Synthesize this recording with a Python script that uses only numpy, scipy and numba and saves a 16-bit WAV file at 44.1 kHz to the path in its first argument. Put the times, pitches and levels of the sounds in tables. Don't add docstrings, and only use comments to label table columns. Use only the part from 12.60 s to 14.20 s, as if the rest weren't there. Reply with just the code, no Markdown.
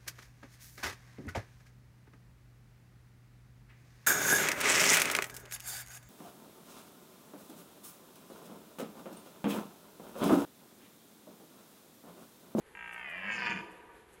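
import sys
import numpy as np
from scipy import signal
from scipy.fft import rfft, irfft
from scipy.io import wavfile
from numba import njit

SR = 44100
rng = np.random.default_rng(int(sys.argv[2]) if len(sys.argv) > 2 else 0)


def wav_out(sig):
    wavfile.write(sys.argv[1], SR, np.round(np.clip(np.atleast_2d(sig).T, -1, 1) * 32767).astype(np.int16))


N = 70560
TIME = np.arange(N) / SR

# time_s, roughness
ROUGHNESS = [(.15, .08), (.4, .18), (.52, .35), (.68, .42), (.75, .55), (.86, .6), (1.0, .55)]


def from_db(db):
    return 10 ** (np.asarray(db) / 20)


def rms_one(x):
    return x / np.sqrt(np.mean(x ** 2) + 1e-20)


def curve(rows, t=TIME):
    return np.interp(t, *np.transpose(rows))


def butter(x, hz, kind, order=2):
    return signal.sosfilt(signal.butter(order, hz, kind, fs=SR, output="sos"), x)


def impulses(times, sizes):
    out = np.zeros(N) + 1e-18
    np.add.at(out, np.clip(np.round(times * SR).astype(int), 0, N - 1), sizes)
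    return out


@njit
def damped_mode(x, pole):
    out, state = np.zeros(len(x)), 0j
    for i in range(len(x)):
        state = state * pole[i] + x[i]
        out[i] = state.real
    return out


def resonate(x, hz, width_hz):
    radius = np.exp(-np.pi * width_hz / SR)
    return 2 * (1 - radius) * damped_mode(x, radius * np.exp(2j * np.pi * hz / SR) * np.ones(N))


def background_hiss():
    # frequency_hz, relative_db
    spectrum = [(25, -11.5), (55, 2), (100, -5.5), (220, -6), (330, -4), (440, 1.5), (640, -12.5),
                (800, -7), (950, -6), (1150, -12), (1700, -7.5), (2600, -15), (3600, -18.5), (5500, -28),
                (7000, -24.5), (9000, -25), (11000, -19), (12400, -25)]
    level_db, waver_db = -61.5, 1.16
    waver = rms_one(butter(rng.standard_normal(N), 6, "low"))
    hz, db = np.transpose(spectrum)
    bins = np.maximum(np.fft.rfftfreq(N, 1 / SR), 1)
    colour = from_db(np.interp(np.log(bins), np.log(hz), db))
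    noise = irfft(rfft(rng.standard_normal(N)) * colour, N)
    return from_db(level_db + waver_db * waver) * rms_one(noise)


def vocal_folds():
    # time_s, rate_hz
    pulse_rate = [(.14, 42.1), (.21, 59.6), (.35, 58.3), (.43, 61.2), (.51, 83.6), (.65, 98.8),
                  (.77, 118.8), (.82, 126.6), (.88, 111.9), (.92, 131.9), (.95, 84.9), (1.02, 45.5)]
    # time_s, level_db
    effort = [(.15, -9.5), (.2, -6.5), (.42, -5.5), (.51, -8.5), (.56, -6), (.61, -7.5), (.65, -2.5),
              (.72, -0.5), (.76, -5), (.82, -3), (.875, 2.5), (.92, -2.5), (.945, -8.5), (.98, -1.5),
              (1.02, -18)]
    # start_s, level_db
    cracks = [(.6224, -5), (.7014, 1.5), (.7804, 0), (.8048, -2), (.821, 2), (.8375, -1), (.8703, 5),
              (.8799, 4.5), (.8895, 1.5), (.9124, .5), (.921, 1), (.9735, -2)]
    start_s, end_s, crack_gap_s, puff_decay_s = .1508, 1.02, .004, .005
    jitter_s, shimmer_db = .0008, .5
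    cycles = np.cumsum(curve(pulse_rate) * (TIME >= start_s)) / SR
    beats = np.maximum(TIME[np.searchsorted(cycles, np.arange(int(cycles[-1])))], start_s)
    crack_s, crack_db = np.transpose(cracks)
    clear_of_cracks = np.abs(beats[:, None] - crack_s).min(axis=1) > crack_gap_s
    beats = beats[(beats < end_s) & clear_of_cracks]
    rough = curve(ROUGHNESS, beats)
    jitter, shimmer = rng.standard_normal((len(beats), 2)).T
    beat_db = curve(effort, beats) + shimmer_db * rough * shimmer
    pulses = impulses(beats + jitter_s * rough ** 2 * jitter, from_db(beat_db))
    decay_samples = puff_decay_s * SR
    puff_power = signal.lfilter([1], [1, -np.exp(-1 / decay_samples)], pulses ** 2) / decay_samples
    puffs = np.sqrt(puff_power) * rng.standard_normal(N)
    return pulses, impulses(crack_s, from_db(crack_db)), puffs


def throat(flow):
    # time_s, stretch
    lengthening = [(.15, 0.06), (.35, 0.13), (.5, .48), (.6, .72), (.7, .81), (.8, 0.91), (.92, 0.98),
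                   (1.02, 0.97)]
    # short_hz, long_hz, width_hz, short_db, halfway_db, long_db
    formants = [(370, 319, 72, -20, -23, -5.5), (889, 430, 34.3, -13.5, 3.5, -7.5),
                (991, 728, 36.7, 3, -3.5, -10), (1333, 955.6, 29.5, 5, -1, 5),
                (1643, 1200, 48, 10.5, 0.5, -2.5), (1880, 1602, 64, 7.5, 6, -2),
                (2349, 1480, 21.7, 5, 14.5, 8), (2070, 1915, 72, 1, -16, 4.5),
                (2385, 1705, 64.4, -2.5, 6.5, 7), (2732, 2100, 39.5, -1, 8.5, 6.5),
                (3340, 2410, 46.6, -6, 3.5, 9), (2604, 2300, 30, -8, 3, 2.5),
                (3560, 2770, 37, -40, -12, -3.5), (3670, 3700, 73, -13, -2, -5.5)]
    # centre_hz, width_hz
    notches = [(1375, 85), (3330, 170)]
    stretch = curve(lengthening)
    voice = np.zeros(N)
    for short_hz, long_hz, width_hz, *levels_db in formants:
        gain = from_db(np.interp(stretch, [0, .5, 1], levels_db))
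        voice += resonate(flow * gain, short_hz + (long_hz - short_hz) * stretch, width_hz)
    voice = butter(voice, 3193, "low", order=18)
    voice = butter(voice, 250, "high")
    for hz, width_hz in notches:
        voice -= resonate(voice, hz, width_hz)
    return voice


def boom(flow):
    # time_s, gain_db
    drive = [(.15, -4.5), (.3, -5), (.47, -4.5), (.6, 3), (.69, 1.5), (.74, 4), (.8, 6.5), (.87, 7.5),
             (.92, 11), (.96, 14.5), (1.01, 13)]
    pitch_hz = 194.8
    ring = resonate(flow * from_db(curve(drive)), pitch_hz, width_hz=26.2)
    return resonate(ring, pitch_hz, width_hz=330)


def mouth_rasp(flow):
    # time_s, ring_db, lower_db, upper_db
    drive = [(0.149, -21, -40, -31), (.55, -13.5, -27.5, -43), (.67, -15, -26.5, -36.5),
             (0.718, -11.5, -18.5, -22), (0.759, -22, -13.5, -17.5), (.81, -6, -9, -51),
             (0.873, -1.5, -9.5, -21), (.93, -8, -21.5, -22), (1.02, -2, -23, -30)]
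    # centre_hz, width_hz, gain_db
    ring_modes = [(3475, 60, 0)]
    lower_modes = [(4573, 730, -3), (4830, 300, -1), (5180, 410, -6.5)]
    upper_modes = [(6450, 310, 3.5), (6930, 410, 5.5), (8970, 730, -10)]
    time_s, *drives_db = np.transpose(drive)
    rasp = np.zeros(N)
    for drive_db, modes in zip(drives_db, (ring_modes, lower_modes, upper_modes)):
        driven = flow * from_db(np.interp(TIME, time_s, drive_db))
        for hz, width_hz, gain_db in modes:
            rasp += from_db(gain_db) * resonate(resonate(driven, hz, width_hz), hz, width_hz)
    return rasp


def stag():
    pulses, cracks, puffs = vocal_folds()
    rough = curve(ROUGHNESS)
    return (throat(np.sqrt(1 - rough ** 2) * pulses + rough * puffs + cracks)
            + boom(pulses + rough ** 2 * puffs)
            + mouth_rasp(.5 * pulses + .91 * puffs + .16 * cracks))


def meadow(x):
    # centre_hz, level_db, t60_s
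    bands = [(108, -7, .7), (214, -16, 1.1), (272, -7, 0.95), (349, 6, 1.63), (513, 0, 2.05),
             (630, 1.5, 1.8), (900, -2.5, 1.14), (1220, -3.5, 1.37), (1340, -12.5, 1.2),
             (2450, -16.5, 1.07), (3150, -7, 0.77), (5900, -3, 0.51), (12000, -5, .5)]
    ground_db, ground_delay_s, ground_decay_s = -10, .0026, .022
    build_s = .01
    trees_db, trees_delay_s, trees_blur_s = -18, .433, .03
    ground = rng.standard_normal(N) * np.exp(-TIME / ground_decay_s) * (TIME > ground_delay_s)
    response = from_db(ground_db) * ground / np.linalg.norm(ground)
    white, bins = rfft(rng.standard_normal(N)), np.fft.rfftfreq(N, 1 / SR)
    centres_hz = [row[0] for row in bands]
    for weights, (_, db, t60_s) in zip(np.eye(len(bands)), bands):
        band = irfft(white * np.interp(bins, centres_hz, weights), N)
        fade = from_db(-60 * TIME / t60_s) * (1 - np.exp(-TIME / build_s))
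        response += from_db(db) * band * fade / np.linalg.norm(fade)
    dull_noise = butter(rng.standard_normal(N), [360, 1140], "band")
    trees = dull_noise * np.exp(-((TIME - trees_delay_s) / trees_blur_s) ** 2)
    response += from_db(trees_db) * trees / np.sqrt(trees_blur_s * SR)
    return x + signal.fftconvolve(x, response)[:N]


def treble_width(x, level_db=-12, decay_s=.0052):
    response = rng.standard_normal(N) * np.exp(-TIME / decay_s)
    smeared = signal.fftconvolve(x, response / np.linalg.norm(response))[:N]
    return from_db(level_db) * butter(smeared, 4340, "high", order=16) * np.array([[1], [-1]])


def rustles(half_width_s=.016, grain_db=10):
    # peak_s, level_db
    swells = [(0.277, -74), (0.336, -61.5), (0.391, -69), (0.508, -67.5), (1.117, -68.5), (1.539, -64)]
    envelope = sum(from_db(db) * np.exp(-((TIME - peak_s) / half_width_s) ** 2) for peak_s, db in swells)
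    grains = rng.standard_normal(N) * from_db(grain_db * rng.standard_normal(N))
    return envelope * rms_one(butter(grains, [7000, 12500], "band"))


def scene():
    roar = meadow(stag())
    return roar + treble_width(roar) + background_hiss() + rustles()


def record(dry):
    cutoff_hz = 12500
    return signal.sosfilt(signal.ellip(12, .1, 80, cutoff_hz, fs=SR, output="sos"), dry)


dry = scene()
out = record(dry)
wav_out(out)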